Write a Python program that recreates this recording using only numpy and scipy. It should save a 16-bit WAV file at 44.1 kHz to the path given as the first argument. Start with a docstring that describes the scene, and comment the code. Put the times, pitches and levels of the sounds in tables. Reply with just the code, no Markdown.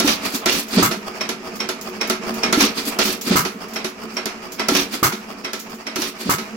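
"""A single-cylinder hit-and-miss engine in an open shed, on a stereo microphone close by.
Gears rumble from the start and the push rod clacks once every two turns. The intake valve snorts, but
the squeezed charge only puffs out; the next catches at 0.8 s, so the cylinder thumps and the pipe barks.
The engine coasts, its cam striking the latched rod, then misses and fires again at 3.3 s.
Two more snorts, near 4.7 s and 6 s, each lead to a bark, with coasting in between."""
import sys
import numpy as np
from scipy import signal
from scipy.fft import rfft, irfft, next_fast_len
from scipy.io import wavfile
from scipy.ndimage import map_coordinates

SR = 44100
rng = np.random.default_rng(int(sys.argv[2]) if len(sys.argv) > 2 else 0)


def dump_mix(stems):
    """Bounce the given channels to the path in sys.argv[1] as a 16-bit WAV at rate SR."""
    frames = np.atleast_2d(stems).T  # one column per channel
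    limited = np.clip(frames, -1, 1)  # hard clip at full scale
    pcm = np.round(limited * 32767).astype(np.int16)
    wavfile.write(sys.argv[1], SR, pcm)


N = 289296
AGE = np.arange(SR // 4) / SR  # time since a blow [s]
SWELL_LEAD_S = .1


def amp(db):
    """Decibels to gain."""
    return 10 ** (np.asarray(db) / 20)


def unit(x):
    """Scaled to rms 1."""
    return x / np.sqrt(np.mean(x ** 2) + 1e-20)


def along(points, hz):
    """(frequency, value) points read on a log axis."""
    freqs, values = np.transpose(points)
    return np.interp(np.log(hz + 1), np.log(freqs + 1), values)


def wobble(rate, size=N):
    """A smooth random curve, rate knots a second."""
    knots = rng.standard_normal(int(size * rate / SR) + 4)
    return map_coordinates(knots, [np.arange(size) * rate / SR])


def filtered(x, response):
    """x shaped by a gain that depends on frequency."""
    size = x.shape[-1]
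    padded = next_fast_len(size + 4096)
    return irfft(rfft(x, padded) * response(np.fft.rfftfreq(padded, 1 / SR)), padded)[..., :size]


def add(track, s, sound):
    """Mix a sound into the track at time s."""
    start = max(round(s * SR), 0)
    track[..., start:start + sound.shape[-1]] += sound[..., :N - start]


def train(times, levels_db, shape):
    """One shape repeated at each time and level."""
    out = np.zeros(N)
    for s, db in np.broadcast(times, levels_db):
        add(out, s, amp(db) * shape)
    return out


def fade(attack, t60):
    """The envelope of a blow."""
    return (1 - np.exp(-AGE / attack)) * amp(-60 * AGE / t60)


def hump(width_s):
    """A smooth swell that peaks SWELL_LEAD_S after it starts."""
    return np.exp(-((AGE - SWELL_LEAD_S) / width_s) ** 2)


def flow(times, levels_db, holds, rise, fall, sag=0):
    """Gain of an air flow that rises to each peak, sags while it holds, then falls (slopes in dB/s)."""
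    out = np.zeros(N)
    for s, db, hold in np.broadcast(times, levels_db, holds):
        age = np.arange(N) / SR - s
        near = abs(age) < .35
        age = age[near]
        drop_db = sag * np.clip(age, 0, hold) + fall * np.maximum(age - hold, 0)
        out[near] += amp(db + rise * np.minimum(age, 0) - drop_db)
    return out


# how alike the microphone's two sides are: (frequency [Hz], correlation [0-1])
LIKENESS = [(100, 0.9), (280, 0.9), (500, 0.93), (1000, 0.1), (4000, 0), (14000, 0.07)]
def spread(hz):
    """The angle that sets left and right apart: small in the bass, wide in the treble."""
    return np.arccos(along(LIKENESS, hz)) / 2


def rush(spectrum, resonances=(), ripple_db=3.6):
    """Stereo noise of rms 1, lifted at resonances; close modes and shed echoes ripple each side."""
    def gain(hz):
        lift = sum(db / (1 + (2 * (hz - centre) / width) ** 2) for centre, width, db in resonances)
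        return amp(along(spectrum, hz) + lift) * [np.cos(spread(hz)), np.sin(spread(hz))]

    def ripple(hz):
        grid = np.arange(0, SR / 2, 55)
        depth = ripple_db * np.minimum(grid / 2500, 1)
        return amp([np.interp(hz, grid, depth * rng.standard_normal(len(grid))) for side in "LR"])
    mid, side = filtered(rng.standard_normal((2, N)), gain)
    return unit(filtered(np.array([mid + side, mid - side]), ripple))


def ring(times, levels_db, modes, attack, waver_rad=.55):
    """Modes struck at new strengths by each blow; high ones reach the two sides out of step."""
    out = np.zeros((2, N))
    for s, blow_db in zip(times, levels_db):
        for hz, db, t60 in modes:
            chance_db = 1.2 * rng.standard_normal()
            apart = spread(hz) * rng.choice([-1, 1]) * np.array([[1], [-1]])
            phase = 2 * np.pi * hz * AGE + apart + waver_rad * wobble(90, size=len(AGE))
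            add(out, s, amp(blow_db + db + chance_db) * fade(attack, t60) * np.sin(phase))
    return out


# how loudly gears and bearings run: (time [s], level [dB])
RUNNING_LEVEL = [(0.0, -29), (0.2, -33.5), (0.77, -34.5), (0.86, -31.5), (1.31, -33), (1.42, -33),
                 (1.94, -34.5), (2.56, -23.5), (2.79, -35.5), (2.98, -30.5), (3.07, -34), (3.84, -34.5),
                 (4.55, -35), (4.8, -29.5), (4.93, -35), (5.24, -36), (6.21, -39), (6.56, -34)]
def running_db(times):
    """The running level at these moments."""
    return np.interp(times, *np.transpose(RUNNING_LEVEL))


# spectra of the low rumble and the gear teeth: (frequency [Hz], level [dB])
RUMBLE_SPECTRUM = [(20, -46), (60, -18), (110, -22.5), (150, -13.5), (200, 2), (300, -8.5), (470, -6),
                   (600, -28), (1000, -50.5)]
TEETH_SPECTRUM = [(260, -11.5), (450, -14), (660, -2), (1150, -2.5), (1800, -7.5), (2500, -6.5),
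                  (3500, -20.5), (4900, -13.5), (7200, -20), (8700, -29), (12000, -30.5), (16000, -35)]
# resonances of the iron casting: (frequency [Hz], width [Hz], lift [dB])
IRON = [(221.7, 13.6, 12.5), (276, 12, 8), (368.6, 13.5, 14), (456.5, 65, 6.5), (645.5, 8.5, 11.5),
        (1250, 48, 4.5), (1327, 16, 4.5), (2390, 24, 5.5), (4970, 350, 1.5)]
def gears():
    """Meshing teeth and sliding bearings keep the casting rumbling and rasping."""
    rumble = amp(-2.5 + 2 * wobble(25)) * rush(RUMBLE_SPECTRUM, IRON)
    roughness = unit(amp(3 * wobble(30) + 0.88 * wobble(350)))
    teeth = amp(-4) * roughness * rush(TEETH_SPECTRUM, IRON)
    return amp(running_db(np.arange(N) / SR)) * (rumble + teeth)


# spectra of a steel click and the linkage's clang: (frequency [Hz], level [dB])
CLICK_SPECTRUM = [(500, -49), (2500, -27), (5500, 16.5), (8500, 1.5), (11500, 6.5), (16000, 2)]
LINKAGE_SPECTRUM = [(200, -17), (450, 2), (800, 4), (1350, 6.5), (1700, 3), (2400, 5.5), (3300, 1.5),
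                    (5800, 2), (7000, -2.5), (8500, -13), (11000, -7), (16000, -22)]
def clack(s, click_db, clang_db):
    """Steel on steel: a hard click and a clang of the linkage."""
    click = train(s, click_db - 9, fade(attack=0.00022, t60=0.026)) * rush(CLICK_SPECTRUM)
    clang_gain = train(s, clang_db + 0.5, fade(attack=0.0013, t60=0.2))
    return click + clang_gain * rush(LINKAGE_SPECTRUM, ripple_db=2.5)


# the push rod drops back, once every two turns: (time [s], click level [dB], clang level [dB])
ROD_DROPS = [(0.0004, -0.5, -16), (0.4584, -1.5, -15), (0.9107, -27, -20), (1.29, -10.5, -21),
             (1.6886, -10, -21), (2.098, -2.5, -17), (2.5262, -2, -13.5), (2.9882, -3, -15.5),
             (3.4492, -25, -20.5), (3.844, -17, -21.5), (4.2567, -7, -22.5), (4.6851, -1, -15),
             (5.1217, -27, -24), (5.532, -10, -23.5), (5.9583, -9, -21), (6.3827, -21, -25)]
# modes of the rod and the frame: (frequency [Hz], level [dB], t60 [s])
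ROD_MODES = [(653.5, 2, 0.11), (898, -8.5, 0.26), (1020, -7, .1), (1330, -2, 0.15), (1358, 2, 0.22),
             (1770, -18, 0.15), (4370, -3, 0.17)]
FRAME_MODES = [(227.3, -2, 0.13), (287, -8.5, 0.2), (371.7, -1, 0.22), (452, -6.5, 0.11)]
def push_rod():
    """Each drop clacks and thuds the frame; hard ones also ring the rod."""
    s, click_db, clang_db = np.transpose(ROD_DROPS)
    rod = ring(s, 4 + 1.62 * clang_db, ROD_MODES, attack=0.0024)
    thud = ring(s, clang_db, FRAME_MODES, attack=0.0029, waver_rad=0.49)
    return clack(s, click_db, clang_db) + rod + thud


# the intake valve snorts: (time [s], level [dB], pitch [Hz], click level [dB])
VALVE_SNORTS = [(0.045, -10.5, 292, -4), (2.575, -9.5, 291, -2), (4.719, -12.5, 284, -6),
                (5.988, -19, 308, -7.5)]
def intake_valve():
    """The valve flutters on its spring, then hits its stop."""
    flutter = np.zeros(N)
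    swell = (1 - np.exp(-AGE / 0.00072)) * np.exp(-(AGE / 0.017) ** 3)
    for s, db, hz, _ in VALVE_SNORTS:
        phase = 2 * np.pi * hz * AGE + 0.4 * wobble(120, size=len(AGE))
        buzz = np.sin(phase) + amp(-24) * np.sin(2 * phase) + amp(-18) * np.sin(3 * phase)
        add(flutter, s, amp(db + 0.5) * swell * buzz)
    s, db, _, click_db = np.transpose(VALVE_SNORTS)
    return flutter + clack(s + .031, click_db, clang_db=db - 3.5)


# spectrum of air in an oily gap: (frequency [Hz], level [dB])
FIZZ_SPECTRUM = [(3000, -25), (6000, -6), (7300, 2.5), (8600, -2), (11000, 1), (14000, 0.5), (16000, -3.5)]
def fizz():
    """Air spits through an oily gap in tiny bursts."""
    return rush(FIZZ_SPECTRUM, ripple_db=2) * unit(amp(2.2 * wobble(900) + 2.2 * wobble(110)))


# suction strokes: (time of full flow [s], hold [s], rasp level [dB], fizz level [dB])
SUCTION_STROKES = [(0.077, 0.049, -19, -28.5), (0.523, 0.08, -22, -29.5), (2.606, 0.056, -18, -28.5),
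                   (3.052, .085, -24, -30.5), (4.754, 0.058, -20, -29), (6.021, 0.057, -26.5, -34.5)]
# spectrum of air in the mixer: (frequency [Hz], level [dB])
MIXER_SPECTRUM = [(22, -47), (45, -8), (115, -22), (200, -3), (310, -4.5), (430, -3), (700, -11),
                  (1100, -6), (1500, -10.5), (2600, -6.5), (4300, -6), (6000, -7.5), (8300, -29),
                  (16000, -36)]
# resonances of its throat: (frequency [Hz], width [Hz], lift [dB])
MIXER_THROAT = [(219, 38, 7.8), (281, 18, 16.7), (369.5, 6.4, 19), (660, 45, 3.1), (1260, 59, 5.5),
                (1730, 68, 6.3), (2400, 300, 3.3), (4370, 120, 3.3), (5900, 170, 5), (6230, 77, 3.8)]
def suction():
    """Air drawn through the mixer fizzes first, then rasps."""
    s, hold, rasp_db, fizz_db = np.transpose(SUCTION_STROKES)
    lead_s = 0.016
    fizz_gain = flow(s - lead_s, fizz_db + 1.5, hold + lead_s, rise=475, fall=335)
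    rasp_gain = flow(s, rasp_db + 3.5, hold, rise=475, fall=335, sag=61)
    rasp = rush(MIXER_SPECTRUM, MIXER_THROAT, ripple_db=2.5) * unit(amp(1.4 * wobble(700) + wobble(120)))
    return rasp_gain * rasp + fizz_gain * fizz()


# sharp ticks of the governor and valve gear: (time [s], level [dB])
SHARP_TICKS = [(0.1224, -20), (0.2498, -23), (0.3227, -20), (0.3461, -12), (0.5247, -10), (0.684, -27),
               (1.557, -22.5), (1.8118, -18.5), (2.0727, -19.5), (2.34, -19), (2.8524, -18), (3.0565, -9.5),
               (3.2116, -14), (3.7354, -21), (4.52, -18.5), (5.5932, -20.5)]
# spectrum of small loose parts: (frequency [Hz], level [dB])
TINKLE_SPECTRUM = [(500, -22), (2000, -3), (4500, -1.5), (7000, 4), (8500, -9.5), (12000, -1),
                   (16000, -0.5)]
def clatter(faint_per_s=2, faint_db=-29):
    """Loose small parts tick, some sharply and others faintly at random."""
    faint = [(s, faint_db) for s in rng.uniform(0, N / SR, round(faint_per_s * N / SR))]
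    s, db = np.transpose(list(SHARP_TICKS) + faint)
    click = train(s, db - 9, fade(attack=.0002, t60=.009)) * rush(CLICK_SPECTRUM)
    steel = rush(TINKLE_SPECTRUM, ripple_db=3.5)
    return click + train(s, db - 10.5, fade(attack=0.00077, t60=0.19)) * steel


# compression peaks: (time [s], rasp level [dB], fizz level [dB])
COMPRESSIONS = [(0.258, -24.5, -30.5), (0.738, -25.5, -30.5), (2.785, -24, -31.5), (3.277, -25.5, -31),
                (4.942, -26, -31.5), (6.214, -31.5, -35.5)]
# spectrum of gas passing the rings: (frequency [Hz], level [dB])
LEAK_SPECTRUM = [(70, -39), (120, -21), (240, -2.5), (570, -13), (1200, -10), (1800, -12), (2800, -12),
                 (4900, -11), (7200, -21), (9000, -25), (16000, -55)]
def gas_leak():
    """Gas hisses past the rings when squeezed or burning, and out of the exhaust after a miss."""
    peaks = [(s, 0, rasp_db, fizz_db) for s, rasp_db, fizz_db, *_ in list(COMPRESSIONS) + list(MISSES)]
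    peaks += [(s + .02, 0.016, db - 17.5, db - 40) for s, db in IGNITIONS]
    s, hold, rasp_db, fizz_db = np.transpose(peaks)
    rasp = rush(LEAK_SPECTRUM, IRON, ripple_db=3.2) * unit(amp(1.05 * wobble(500)))
    rasp_gain = flow(s, rasp_db + 4.5, hold, rise=492, fall=285)
    fizz_gain = flow(s, fizz_db + 3, hold, rise=492, fall=285)
    return rasp_gain * rasp + fizz_gain * fizz()


def before_cam(turns):
    """The times so many crank turns before each cam strike; rod drops are two turns apart."""
    drop_s = np.transpose(ROD_DROPS)[0]
    drop_turns = 2 * np.arange(len(drop_s))
    strike_turns = np.interp(np.transpose(CAM_STRIKES)[0], drop_s, drop_turns)
    return np.interp(strike_turns - turns, drop_turns, drop_s)


# the bearings knock under load: (time [s], level [dB])
LOAD_KNOCKS = [(0.343, -17), (0.564, -14), (0.739, -24), (3.09, -12), (3.27, -14)]
def bearings():
    """Bearing play knocks the frame at one crank angle of each coasting cycle, and harder under load."""
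    knock = fade(attack=0.0011, t60=0.13)
    coast_s = before_cam(turns=.626)
    coasting = train(coast_s, running_db(coast_s) + 3, knock)
    load_s, load_db = np.transpose(LOAD_KNOCKS)
    loaded = train(load_s, load_db - 10.5, knock)
    return (coasting + loaded) * rush(RUMBLE_SPECTRUM, IRON)


# charges that do not catch: (time [s], rasp level [dB], fizz level [dB], thump level [dB])
MISSES = [(0.352, -28.5, -33.5, -22), (2.88, -28, -26.5, -23)]
def misfires(thump_hz=286.3):
    """An unburnt charge leaves the pipe with a soft, hollow thump."""
    s, _, _, thump_db = np.transpose(MISSES)
    tone = np.sin(2 * np.pi * thump_hz * AGE + 0.51 * wobble(144, size=len(AGE)))
    return train(s - SWELL_LEAD_S, thump_db, hump(width_s=0.013) * tone)


# coasting rubs, over the running level: (lead on the cam [turns], swish level [dB], squeak level [dB])
PISTON_RUBS = [(0.66, 1.5, -4.5), (0.2, -6.5, -8.5)]
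# spectra of the piston's swish and the rings' squeak: (frequency [Hz], level [dB])
SWISH_SPECTRUM = [(200, -9), (450, -6.5), (700, 6), (1200, 5), (1700, -3.5), (2400, -3), (3300, -6.5),
                  (6000, -40), (16000, -34)]
SQUEAK_SPECTRUM = [(2000, -10), (3900, -29), (4600, -3.5), (5200, -3), (6000, -12), (9000, -18),
                   (16000, -20)]
def piston():
    """The piston swishes along its bore after each miss, and at set crank angles with squeaking rings."""
    swell = hump(width_s=0.03)
    sweep_s = np.transpose(MISSES)[0] + 0.093
    swish = train(sweep_s - SWELL_LEAD_S, -31.5, swell)
    squeak = np.zeros(N)
    for turns, swish_db, squeak_db in PISTON_RUBS:
        s = before_cam(turns)
        swish += train(s - SWELL_LEAD_S, running_db(s) + swish_db, swell)
        squeak += train(s - SWELL_LEAD_S, running_db(s) + squeak_db, swell)
    rubbing = swish * rush(SWISH_SPECTRUM, IRON) + squeak * rush(SQUEAK_SPECTRUM)
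    return rubbing * unit(amp(2.2 * wobble(300)))


# the intake valve rattles: (time of peak [s], level [dB])
VALVE_RATTLES = [(0.495, -16), (3.02, -17)]
# spectrum of that rattle: (frequency [Hz], level [dB])
RATTLE_SPECTRUM = [(200, -12), (450, 0), (900, -5), (1400, -3.5), (2600, 0), (4500, -4), (6000, -5),
                   (8300, -19), (16000, -30)]
def valve_rattle():
    """On a second suction in a row the valve only chatters on its seat, a short, coarse rasp."""
    s, db = np.transpose(VALVE_RATTLES)
    rasp = rush(RATTLE_SPECTRUM, ripple_db=3) * unit(amp(1.6 * wobble(450)))
    return train(s - SWELL_LEAD_S, db, hump(width_s=0.018)) * rasp


# combustion shakes the cylinder: (time [s], level [dB])
IGNITIONS = [(0.766, -4), (3.303, -7), (6.254, -17)]
# modes of the cylinder: (frequency [Hz], level [dB], t60 [s])
CYLINDER_MODES = [(181, -5.5, 0.27), (225.4, -10, 0.35), (282, -6.5, 0.26), (388, -5, 0.071),
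                  (449, -7.5, 0.088), (606, -8, 0.065)]
def combustion(boom_hz=218):
    """The charge burns with a short boom that leaves the iron ringing."""
    s, db = np.transpose(IGNITIONS)
    boom = np.exp(-((AGE - .0105) / 0.0063) ** 2) * np.sin(2 * np.pi * boom_hz * AGE)
    iron = ring(s + 0.01426, db - 2, CYLINDER_MODES, attack=0.0023, waver_rad=0.09)
    return train(s, db - .3, boom) + iron


# the exhaust valve opens: (time [s], bark level [dB], pulse level [dB])
EXHAUST_BARKS = [(0.825, -5, -19), (3.357, -4.5, -17), (5.029, -4.5, -18.5), (6.294, -6.5, -17.5)]
# spectrum of the gas jet: (frequency [Hz], level [dB])
JET_SPECTRUM = [(22, -30), (45, -5), (120, -11), (220, -9), (330, 0.5), (550, -11.5), (800, -5.5),
                (1220, -6), (1750, -5.5), (2500, -8.5), (4200, -9.5), (6500, -8), (9000, -14),
                (11700, -8.5), (16000, -9)]
# resonances of the pipe: (frequency [Hz], width [Hz], lift [dB])
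EXHAUST_PIPE = [(130, 41, 2.8), (366, 54, 4.8), (1014, 43, 6.9), (1200, 340, 8.8), (1440, 76, 7),
                (1570, 99, 2.9), (2155, 140, 8.9), (2900, 71, 5.6), (4250, 90, 5.4), (4860, 150, 6.1),
                (6480, 170, 7), (7660, 83, 14)]
# modes of its mouth: (frequency [Hz], level [dB], t60 [s])
MOUTH_MODES = [(983, -5.5, 0.22), (1190, 3.5, 0.073), (1282, 1, 0.2), (1420, -13, 0.11), (1640, -10, 0.17)]
def exhaust():
    """One pressure pulse rings the pipe, a jet follows, and the gas column's note rises."""
    s, db, pulse_db = np.transpose(EXHAUST_BARKS)
    lead_s = .004
    pulse_time = (AGE - lead_s) / 0.00089
    pulse = train(s - lead_s, pulse_db + 15, -pulse_time * np.exp(-pulse_time ** 2))
    # the jet holds its strength until the cylinder pressure is spent
    blowdown = (1 - np.exp(-AGE / .002)) * (np.exp(-(AGE / 0.055) ** 3) + amp(-12 - 60 * AGE / 0.53))
    gas = rush(JET_SPECTRUM, EXHAUST_PIPE, ripple_db=1.5) * unit(amp(1.7 * wobble(500)))
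    jet = train(s, db - 10, blowdown) * gas
    column_hz = np.interp(AGE, [.028, .11], [112, 205])
    note = fade(attack=0.032, t60=0.47) * np.sin(2 * np.pi * np.cumsum(column_hz) / SR)
    column = train(s, db - 16, note) * amp(4.3 * wobble(90))
    return pulse + jet + column + ring(s, db - 10.5, MOUTH_MODES, attack=0.00067)


# the cam strikes while the engine coasts: (time [s], clang level [dB], ping level [dB])
CAM_STRIKES = [(1.2086, -24, -27), (1.6018, -24, -29), (2.0115, -22, -25.5), (2.4337, -19.5, -21.5),
               (3.7595, -25.5, -31.5), (4.1674, -25, -28), (4.594, -21.5, -34.5), (5.445, -26, -32.5),
               (5.8671, -27.5, -32.5)]
# spectra of its snap and clang: (frequency [Hz], level [dB])
SNAP_SPECTRUM = [(500, -41), (2000, 3), (4500, 3.5), (7000, 5), (8500, -6.5), (12000, -2.5), (16000, -6)]
CAM_SPECTRUM = [(100, -39), (200, 5), (500, 3.5), (1000, 6.5), (2400, 4), (3700, -2), (5600, -2),
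                (7000, -14), (8500, -17.5), (12000, -22), (16000, -35)]
# modes of the follower: (frequency [Hz], level [dB], t60 [s])
FOLLOWER_MODES = [(1250, -12, .2), (2195, -8.5, 0.32), (2440, -3, 0.16), (2464, -9, 0.12),
                  (2820, -13, 0.16), (5400, 2.5, 0.099), (5504, 3, 0.092), (5760, -0.5, 0.045)]
def cam():
    """The cam slides up to the latched push rod's follower and strikes it with a bright steel ring."""
    s, clang_db, ping_db = np.transpose(CAM_STRIKES)
    lead_s = .03
    slide = train(s - lead_s, clang_db - 8.5, np.exp(-((AGE - lead_s) / 0.0091) ** 2))
    snap = train(s, clang_db - 4.5, fade(attack=0.00055, t60=0.076)) * rush(SNAP_SPECTRUM)
    strike = train(s, clang_db + 2.5, fade(attack=0.003, t60=0.32))
    clang = (slide + strike) * rush(CAM_SPECTRUM, IRON)
    return snap + clang + ring(s, ping_db + 4.5, FOLLOWER_MODES, attack=0.00043)


# how long the shed echoes: (frequency [Hz], t60 [s])
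SHED_DECAY = [(100, .25), (500, 0.4), (3000, 0.33), (8000, 0.089), (16000, 0.14)]
def shed(x):
    """A short echo from walls and roof; the bass escapes through the door."""
    hz, t, noise = signal.stft(rng.standard_normal((2, SR // 2)), SR, nperseg=256)
    decay = amp(-60 * t / along(SHED_DECAY, hz)[:, None]) * np.minimum(hz / 1200, 1)[:, None]
    tail = signal.istft(noise * decay * (1 - np.exp(-t / 0.0052)), SR, nperseg=256)[1]
    return signal.fftconvolve(x, tail / np.linalg.norm(tail[0]), axes=1)[:, :N]


# balance at the microphone: (frequency [Hz], left minus right [dB])
BALANCE = [(60, 2), (250, -1.5), (1200, -1.5), (2500, -3), (4500, -6), (6300, -5), (8000, 3), (14000, 1.5)]
def scene():
    """The engine close up, the shed's echo well behind it; the hiss leans right, its very top left."""
    machinery = gears() + push_rod() + clatter() + bearings() + piston() + cam()
    intake = intake_valve() + suction() + valve_rattle()
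    engine = machinery + intake + gas_leak() + misfires() + combustion() + exhaust()
    heard = engine + amp(-14) * shed(engine)
    return filtered(heard, lambda hz: amp(along(BALANCE, hz) * np.array([[.5], [-.5]])))


def record(dry):
    """The microphone's signal clips at full scale and loses everything above 15950 Hz."""
    return filtered(np.clip(dry, -1, 1), lambda hz: hz < 15950)


dry = scene()
out = record(dry)
dump_mix(out)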